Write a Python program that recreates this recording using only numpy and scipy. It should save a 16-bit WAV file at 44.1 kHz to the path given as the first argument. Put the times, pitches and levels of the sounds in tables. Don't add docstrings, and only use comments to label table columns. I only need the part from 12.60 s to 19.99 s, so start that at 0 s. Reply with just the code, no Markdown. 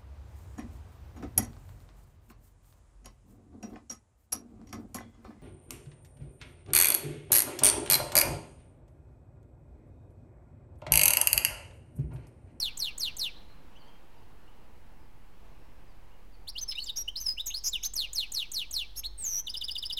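import sys
import numpy as np
from scipy import signal
from scipy.fft import rfft, irfft, next_fast_len
from scipy.io import wavfile
from scipy.ndimage import uniform_filter1d

SR = 44100
rng = np.random.default_rng(int(sys.argv[2]) if len(sys.argv) > 2 else 0)


def file_out(sig):
    cols = np.atleast_2d(sig).T
    lim = np.clip(cols, -1, 1)
    pcm = np.round(lim * 32767).astype(np.int16)
    wavfile.write(sys.argv[1], SR, pcm)


def rack_gain(trim_db):
    fader = np.asarray(trim_db, float)
    return 10 ** (fader / 20)


N = 325891


def evened(x):
    return x / np.sqrt(np.mean(x ** 2) + 1e-20)


def read(points, hz):
    f, value = np.transpose(points)
    return np.interp(np.log(hz + 1), np.log(f + 1), value)


def coloured(x, points):
    size = next_fast_len(len(x))
    gain = rack_gain(read(points, np.fft.rfftfreq(size, 1 / SR)))
    return irfft(rfft(x, size) * gain, size)[:len(x)]


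def along(rows):
    s, db = np.transpose(rows)
    return rack_gain(np.interp(np.arange(N) / SR, s, db))


def spans(rows, rest):
    out = np.full(N, float(rest))
    for start, end, value in rows:
        out[int(start * SR):int(end * SR)] = value
    return out


def town(patchy_db=1.1, level_db=2.0):
    # (frequency [Hz], density [dB per Hz])
    wash_spectrum = [(35, -47), (60, 4.5), (87, -2.5), (143, -4), (297, -8), (432, -11), (486, -9),
                     (614, -14), (874, -10.5), (1370, -18), (2900, -22), (3500, -28.5), (4320, -29),
                     (15000, -56.5), (16500, -32)]
    # (time [s], level [dB])
    wash_level = [(0.0, -59.5), (1.13, -58.5), (1.6, -60), (2.7, -62), (2.85, -58.5), (3.0, -60.5),
                  (3.2, -60.5), (4.09, -63.5), (4.77, -65.5), (5.62, -64), (7.39, -64.5)]
    frames = N // 256 + 5
    a, b, patches = rng.standard_normal((frames, 513, 3)).T
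    patches = uniform_filter1d(patches, size=10, axis=0)
    patches = evened(uniform_filter1d(patches, size=14, axis=1))
    z = (a + 1j * b) * rack_gain(patchy_db * patches)
    wash = signal.istft(z, nperseg=1024, noverlap=768)[1][:N]
    return rack_gain(level_db) * evened(coloured(wash, wash_spectrum)) * along(wash_level)


def rumble():
    # (frequency [Hz], density [dB per Hz])
    throb_spectrum = [(7.1, -37), (12, 3), (18, -3), (24, -4), (48, -4), (60, -25), (86, -18.5),
                      (110, -19.5), (140, -46), (240, -120)]
    # (time [s], level [dB])
    throb_level = [(0.0, -52.5), (0.6, -56.5), (1.5, -59), (2.3, -57), (2.86, -56), (3.21, -53.5),
                   (3.5, -55.5), (5.99, -57.5), (6.24, -58.5), (6.48, -52), (6.8, -61), (7.39, -57)]
    low = evened(coloured(rng.standard_normal(N), throb_spectrum))
    lumps = np.sqrt(uniform_filter1d(low ** 2, size=6000))
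    return low / (lumps + 0.33) * rack_gain(4.5) * along(throb_level)


def engine():
    # (time [s], pitch [Hz], level [dB])
    firing = [(3.75, 43.2, -56), (5.472, 42.44, -54.5), (5.66, 43.2, -57), (5.95, 45.44, -80),
              (6.1, 45.84, -53.5), (6.49, 49.6, -49), (6.71, 49.5, -60), (6.96, 53, -55),
              (7.39, 59.4, -57.5)]
    s, hz, db = np.transpose(firing)
    t = np.arange(N) / SR
    fade_in = np.clip((t - s[0]) / 0.12, 0, 1)
    phase = 2 * np.pi * np.cumsum(np.interp(t, s, hz)) / SR
    return np.sqrt(2) * fade_in * rack_gain(np.interp(t, s, db)) * np.sin(phase)


def wobble():
    # (start [s], end [s], wobble [rad])
    unsteady = [(0, .72, .36), (.72, 3.85, .3), (3.87, 3.92, .35), (4.11, 4.14, 1.0), (4.14, 4.32, .16),
                (4.55, 4.6, .2), (4.9, 5.03, .2), (5.03, 5.1, .3), (5.11, 5.19, .06), (5.22, 5.25, .6),
                (5.35, 6.26, .33), (6.43, 6.48, .25), (6.85, 7.39, .07)]
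    low_pass = signal.butter(4, 300, fs=SR, output="sos")
    sway = evened(signal.sosfilt(low_pass, rng.standard_normal((2, N))))
    sway = sway * spans(unsteady, .04)
    return np.exp(1j * sway[0] + .8 * np.clip(sway[1], -2, .8))


def add(voice, rows, fade_s=0.0011, round_s=.003):
    # (start [s], end [s], rate [quavers per s], swing [Hz], highest quavering tone [Hz])
    quavers = [
        (5.0289, 5.09, 140, 720, 6900),
        (6.578, 6.615, 110, 60, 9500),
        (6.615, 6.808, 97, 175, 9500),
    ]
    s, hz, db = np.transpose(rows)
    at = np.arange(max(int(s[0] * SR), 0), min(int(s[-1] * SR), N))
    t = at / SR
    hz = uniform_filter1d(np.interp(t, s, hz), int(round_s * SR), mode="nearest")
    for start, end, rate, swing, top in quavers:
        inside = np.clip(np.minimum(t - start, end - t) / 0.0057, 0, 1)
        beat = 2 * np.pi * rate * (t - start)
        quaver = np.sin(beat) - .3 * np.sin(2 * beat) + .2 * np.cos(2 * beat)
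        hz = hz + swing * inside * (hz > 4000) * (hz < top) * quaver
    edge = np.clip(np.minimum(t - s[0], s[-1] - t) / fade_s, 0, 1)
    size = np.sqrt(2) * rack_gain(np.interp(t, s, db)) * edge
    turn = np.exp(2j * np.pi * np.cumsum(hz) / SR)
    voice[:, at] += [size * turn, size, size * hz, size * turn ** 2, (size * turn) ** 2]


def far_birds():
    # (start [s], length [s], from [Hz], to [Hz], level [dB])
    calls = [(0.759, 0.019, 3610, 4220, -53.5), (0.896, 0.035, 4370, 4020, -68),
             (1.152, 0.026, 2590, 3190, -59), (1.16, 0.014, 5900, 6100, -71),
             (1.19, 0.034, 4770, 4450, -68.5), (1.268, 0.03, 3200, 3180, -66.5),
             (1.3, .08, 3180, 3200, -72), (1.27, .015, 6150, 6300, -76), (1.21, .025, 4100, 4350, -74),
             (1.25, .035, 4400, 4750, -75), (1.89, .06, 2950, 2900, -76), (1.57, 0.019, 4650, 4800, -77),
             (1.871, 0.019, 2620, 3020, -67.5), (1.179, .075, 3080, 3050, -70),
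             (2.37, 0.09, 5250, 4900, -83), (2.96, 0.1, 5350, 5500, -85), (3.275, .05, 5080, 4450, -76),
             (3.505, 0.025, 2530, 2920, -71), (3.525, 0.044, 2900, 2860, -76),
             (3.722, 0.034, 4850, 4400, -69)]
    voice = np.zeros((5, N), complex)
    for s, length, from_hz, to_hz, db in calls:
        middle_hz = .42 * from_hz + .58 * to_hz
        rows = [(s, from_hz, db - 6), (s + length / 2, middle_hz, db), (s + length, to_hz, db + 1)]
        add(voice, rows, fade_s=0.0018)
    return (voice[0] * wobble()).real


def yard(x, onset_s=0.0074):
    # (frequency [Hz], t60 [s])
    decay_time = [(2000, 0.47), (4000, 0.52), (6000, 0.56), (9000, 0.19), (14000, 0.096)]
    # (frequency [Hz], level [dB])
    tail_level = [(2000, -22.5), (3200, -16), (4300, -14), (5200, -16), (6500, -22.5), (7500, -28),
                  (9000, -28), (14000, -36)]
    taps = np.zeros(SR)
    at = np.arange(0, SR - 8, 8) + rng.integers(0, 8, (SR - 1) // 8)
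    taps[at] = rng.choice([-1., 1.], at.shape)
    hz, t, z = signal.stft(taps, SR, nperseg=128)
    decay = rack_gain(-60 * t / read(decay_time, hz)[:, None])
    energy = (decay ** 2).sum(1, keepdims=True) * 64 / 8
    decay *= rack_gain(read(tail_level, hz))[:, None] / np.sqrt(energy)
    tail = signal.istft(z * decay, SR, nperseg=128)[1]
    return signal.fftconvolve(x, np.r_[np.zeros(int(onset_s * SR)), tail])[:N]


def near_walls(x, cage=.85, walls=1.35, dull_hz=6300):
    # (delay [ms], gain [ratio])
    echoes = [(0.658, -0.1), (0.726, 0.33), (0.907, 0.16), (1.202, -0.16), (1.406, 0.45), (1.542, -0.16),
              (2.222, -0.24), (2.404, -0.16), (2.812, 0.16), (2.993, 0.1), (3.447, 0.24), (4.082, -0.24),
              (5.011, -0.16), (5.079, 0.1), (6.304, 0.1), (6.689, -0.16), (6.848, 0.1), (8.141, -0.1),
              (8.866, -0.16), (9.478, 0.1), (10.317, -0.16), (10.476, -0.1), (10.726, -0.1), (12.018, 0.1)]
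    lean_ms, turns_per_s = .06, .55
    taps = np.zeros((4, 1024))
    taps[0, 0] = 1
    for k, (ms, gain) in enumerate(echoes):
        if ms < 4.5:
            taps[0, round(ms * SR / 1000)] += gain * cage
        else:
            shift = lean_ms * np.sin(2.4 * k + 2.1 * np.arange(3))
            taps[[1, 2, 3], np.round((ms + shift) * SR / 1000).astype(int)] += gain * walls
    taps[1:] = signal.filtfilt(*signal.butter(3, dull_hz, fs=SR), taps[1:])
    head = 2 * np.pi * (turns_per_s * np.arange(N) / SR + np.arange(3)[:, None] / 3)
    share = np.vstack([np.ones(N), np.sqrt(2 / 3) * np.cos(head / 2)])
    heard = signal.oaconvolve(x * share, taps, axes=1).sum(0)[:N]
    return heard / np.linalg.norm(taps[:2])


def tray(x):
    # (frequency [Hz], t60 [s], level [dB])
    modes = [(2920, .09, -39), (3400, 0.16, -7), (3800, 0.09, -27), (4400, 0.2, -6), (4234, 0.1, 8),
             (4650, 0.18, -25), (5080, 0.057, 1.5)]
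    t = np.arange(8000) / SR
    ring = np.zeros(8000)
    for hz, t60, db in modes:
        mode_gain = 2 * np.log(1000) / (t60 * SR)
        ring += rack_gain(db - 60 * t / t60) * np.sin(2 * np.pi * hz * t) * mode_gain
    return signal.oaconvolve(x, ring)[:N]


def glide(note, shape, sag):
    start, length, from_hz, to_hz, peak_db = note
    bend, arrive, top, start_db, end_db = shape
    u = np.linspace(0, 1, num=32)
    arrive, top = min(arrive, .999), np.clip(top, .05, .95)
    hz = to_hz + (from_hz - to_hz) * np.clip(1 - u / arrive, 0, 1) ** bend
    hz *= 1 - sag * np.clip(u - arrive, 0, 1)
    swell, fade = start_db * (1 - u / top) ** 2, end_db * ((u - top) / (1 - top)) ** 2
    db = peak_db + np.where(u < top, swell, fade)
    return np.transpose([start + length * u, hz, db])


def winding_notes(voice):
    # (time [s], pitch [Hz], level [dB])
    hook = [(3.953, 2690, -50), (3.965, 2920, -40), (3.978, 3400, -38.5), (3.987, 4880, -33),
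            (4.004, 5830, -59)]
    tumble = [(4.236, 8650, -53), (4.241, 7100, -38), (4.246, 7530, -35), (4.252, 7200, -56),
              (4.266, 5170, -47), (4.276, 4710, -35), (4.29, 4310, -52), (4.296, 3800, -30),
              (4.306, 3600, -36)]
    swoop = [(4.6, 6060, -39), (4.615, 6266, -30), (4.636, 5860, -45), (4.654, 5640, -52.5),
             (4.666, 5210, -22.5), (4.69, 5006, -32.5), (4.736, 5050, -48)]
    buzz = [(5.037, 6100, -44), (5.041, 5950, -36), (5.069, 5900, -27.5), (5.087, 5950, -33)]
    buzz_tail = [(5.08, 6950, -40), (5.086, 7050, -34), (5.097, 7250, -36), (5.107, 7900, -54)]
    dive = [(5.117, 4520, -55), (5.129, 4060, -46), (5.133, 3830, -29), (5.148, 3250, -33.5),
            (5.159, 2900, -29.5), (5.165, 2680, -43), (5.189, 2230, -55)]
    lift = [(6.441, 3100, -46), (6.446, 3600, -36), (6.452, 3900, -39), (6.458, 4150, -35),
            (6.465, 4400, -38), (6.47, 4400, -50)]
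    clamber = [(4.938, 3300, -46), (4.942, 3850, -36), (4.947, 4350, -33), (4.956, 4700, -34),
               (4.975, 5180, -39), (4.99, 5450, -44), (4.995, 5450, -58)]
    warble = [(6.577, 8800, -54), (6.589, 8370, -43), (6.612, 8450, -41), (6.638, 7570, -34),
              (6.66, 6440, -30.5), (6.7, 6095, -31), (6.76, 5830, -32.5), (6.8, 6103, -27),
              (6.819, 6070, -54)]
    for rows in (hook, tumble, swoop, buzz, buzz_tail, dive, lift, clamber, warble):
        add(voice, rows)


def simple_notes(voice):
    # (start [s], length [s], from [Hz], to [Hz], peak level [dB])
    flicks = [(3.871, 0.033, 2870, 5650, -40), (4.359, 0.022, 5580, 6820, -33.5),
              (4.477, 0.019, 2710, 3220, -31), (4.901, 0.017, 2180, 4000, -39),
              (5.227, 0.033, 2380, 4830, -39.5), (5.227, 0.017, 5000, 7120, -33),
              (5.246, 0.02, 4400, 5400, -39), (6.432, 0.014, 1900, 4500, -41),
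              (4.912, .026, 2600, 3400, -46), (4.766, .012, 2150, 2650, -52),
              (5.226, .012, 2000, 3000, -52), (4.143, .02, 2150, 2530, -50),
              (4.197, 0.0184, 4200, 4650, -39.5), (4.774, .022, 2590, 3240, -36.5)]
    climbs = [(3.878, 0.038, 3200, 4800, -66), (4.556, 0.039, 3600, 5540, -32),
              (4.572, 0.048, 4750, 5230, -43), (4.96, 0.04, 4700, 5030, -41.5)]
    swells = [(4.169, .03, 2550, 3070, -35), (4.177, 0.024, 3750, 4000, -40),
              (4.214, 0.026, 4180, 4550, -37), (4.79, .025, 3210, 3950, -30.5)]
    falls = [(4.107, 0.028, 5120, 1810, -41), (4.12, 0.022, 3000, 1450, -52), (4.112, .03, 6000, 3000, -44),
             (4.24, .006, 7500, 5600, -48), (4.256, .022, 3820, 3500, -46), (4.275, .03, 3490, 2770, -38.5),
             (4.858, .03, 6460, 5580, -35), (5.029, .009, 8000, 7100, -53)]
    settles = [(4.009, 0.028, 6520, 6096, -29), (4.078, 0.037, 5500, 5120, -28.5),
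               (4.151, 0.013, 3430, 3780, -37), (4.695, 0.025, 4200, 4260, -53),
               (4.92, .022, 6600, 6450, -52), (6.787, .02, 3030, 3220, -49)]
    snaps = [(4.361, 0.069, 4730, 5740, -36), (4.858, 0.05, 8400, 6500, -34.5),
             (5.245, 0.033, 5430, 6340, -28.5)]
    arches = [(6.359, .052, 5000, 6670, -40), (6.353, 0.058, 2800, 5560, -43)]
    # (glide bend [exponent], glide end [share of length], peak [share of length],
    # start level [dB], end level [dB])
    shapes = [
        (1.3, 1, 0.65, -12.5, -16),
        (2.3, 0.94, 0.29, -9.5, -33),
        (1.2, 0.937, 0.74, -16, -16),
        (1.3, 0.96, 0.38, -26, -32),
        (2.84, .999, 0.48, -23, -11),
        (2.6, .5, 0.29, -9.5, -11.5),
        (2, .42, 0.58, -17, -16),
    ]
    sags = [0.012, 0, 0, 0.0058, 0, 0.038, 0.142]
    kinds = (flicks, climbs, swells, falls, settles, snaps, arches)
    for notes, shape, sag in zip(kinds, shapes, sags):
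        for note in notes:
            add(voice, glide(note, shape, sag))


def finch():
    # (time [s], pitch [Hz], level [dB])
    slide = [
        [(.002, 6100, -41.5), (.006, 7440, -30.5), (.012, 9600, -39)],
        [(.013, 6950, -52), (.026, 6220, -32.5), (.04, 5180, -32), (.05, 4574, -29.5), (.07, 3964, -29.5),
         (.096, 3240, -32.5), (.116, 2760, -35.5), (.128, 2440, -48.5), (.146, 2270, -58)],
    ]
    trill = [
        [(.005, 4240, -53), (.0102, 3910, -41.5), (.0122, 3795, -31), (.019, 3290, -37.5), (.025, 3013, -32.5),
         (.029, 2910, -44)],
        [(.034, 4490, -49), (.039, 4780, -33), (.052, 5353, -32), (.055, 5420, -50)],
    ]
    # (start [s], effort [dB], length [factor], pitch [factor])
    slide_times = [(-.032, -3, 1.02, 1.003), (.169, -3.5, 1.054, 0.97), (0.376, -3, 0.95, 1.002),
                   (.564, -3.5, 0.98, 0.98), (5.333, -2.5, 1.006, 1), (5.528, -3, 0.96, 0.99),
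                   (5.716, -3, 1.0, 0.99), (5.914, -3, 0.98, 0.99), (6.107, -4, 1.026, 0.99)]
    trill_times = [(6.8612, -0.93, 0.86, 0.99), (6.931, -0.75, 0.95, 1), (7.0026, -0.097, 0.92, .99),
                   (7.0723, -.3, 0.95, 0.98), (7.1441, -.2, 0.9, 0.98), (7.216, -0.41, 0.96, 0.99),
                   (7.2899, 0.61, 0.89, .99), (7.361, 2.3, 1, 1)]
    # (multiple of the pitch, level [dB])
    partials = [(2, -15), (3, -24), (4, -30.5), (5, -45)]
    # (frequency [Hz], level [dB])
    beak = [(4000, -15), (7000, -11.5), (9000, -7), (11500, 3), (14000, -0.5), (16500, -14), (19000, -71)]
    # (start [s], end [s], lift [dB])
    gape = [(0, .72, 6), (3.87, 3.92, 10), (4.005, 4.05, -7.5), (4.105, 4.14, 0), (4.55, 4.6, -4),
            (4.6, 4.66, 2.5), (4.66, 4.82, -2.5), (4.85, 4.885, 8), (4.885, 4.9, -6), (4.9, 5.02, 3),
            (5.02, 5.11, 1.5), (5.11, 5.19, 5), (5.22, 5.243, 3), (5.243, 5.3, 5), (5.3, 6.26, 5.5),
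            (6.35, 6.42, 14), (6.43, 6.48, 4.5), (6.57, 6.83, -3.5)]
    trill_gape_s, trill_gape_db = 0.032, 3
    sum_tone = .3

    voice = np.zeros((5, N), complex)
    winding_notes(voice)
    simple_notes(voice)
    for syllable, times in ((slide, slide_times), (trill, trill_times)):
        for s, effort_db, length, pitch in times:
            for rows in syllable:
                add(voice, np.array(rows) * [length, pitch, 1] + [s, 0, effort_db])

    size = voice[1].real + 1e-9
    unit, hz = voice[0] / size, voice[2].real / size
    trill_gapes = [(row[0], row[0] + trill_gape_s, trill_gape_db) for row in trill_times]
    gape_db = spans(list(gape) + trill_gapes, 0)
    octave = voice[3] / size + sum_tone * (unit ** 2 - voice[4] / size ** 2)
    sway = wobble()
    turn = sway / abs(sway)
    overtones = np.zeros(N, complex)
    for k, db in partials:
        tone = octave if k == 2 else unit ** round(k)
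        audible = np.clip((20000 - k * hz) / 2000, 0, 1)
        overtones += rack_gain(db) * tone * turn ** (round(k) - 1) * audible
    fundamental = (size * unit * sway).real
    return fundamental + coloured((size * rack_gain(gape_db) * overtones * sway).real, beak)


def scene():
    bird, far = finch(), far_birds()
    far_wet = rack_gain(11)
    background = town() + rumble() + engine()
    song = near_walls(bird) + tray(bird) + yard(bird + far_wet * far)
    return (song + far + background)[None]


def top_cut(x):
    return signal.sosfilt(signal.butter(12, 16640, fs=SR, output="sos"), x)


def record(dry):
    # (frequency [Hz], level [dB])
    hiss_spectrum = [(100, -13.5), (1000, -18.5), (4000, -17), (9000, -17), (16000, -16.5)]
    self_db, offset, edge_hz = -73.5, .0067, 15950
    treble = np.diff(dry[0], prepend=0)
    step = np.sqrt(abs(uniform_filter1d(treble ** 2, size=100)))
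    hiss = coloured(rng.standard_normal(N), hiss_spectrum) * step
    hiss += rack_gain(self_db) * rng.standard_normal(N)
    edge = signal.firwin(511, edge_hz, window=("kaiser", 9), fs=SR)
    mix = signal.oaconvolve(dry + hiss, edge[None], "same") + offset
    return top_cut(mix)


dry = scene()
out = record(dry)
file_out(out)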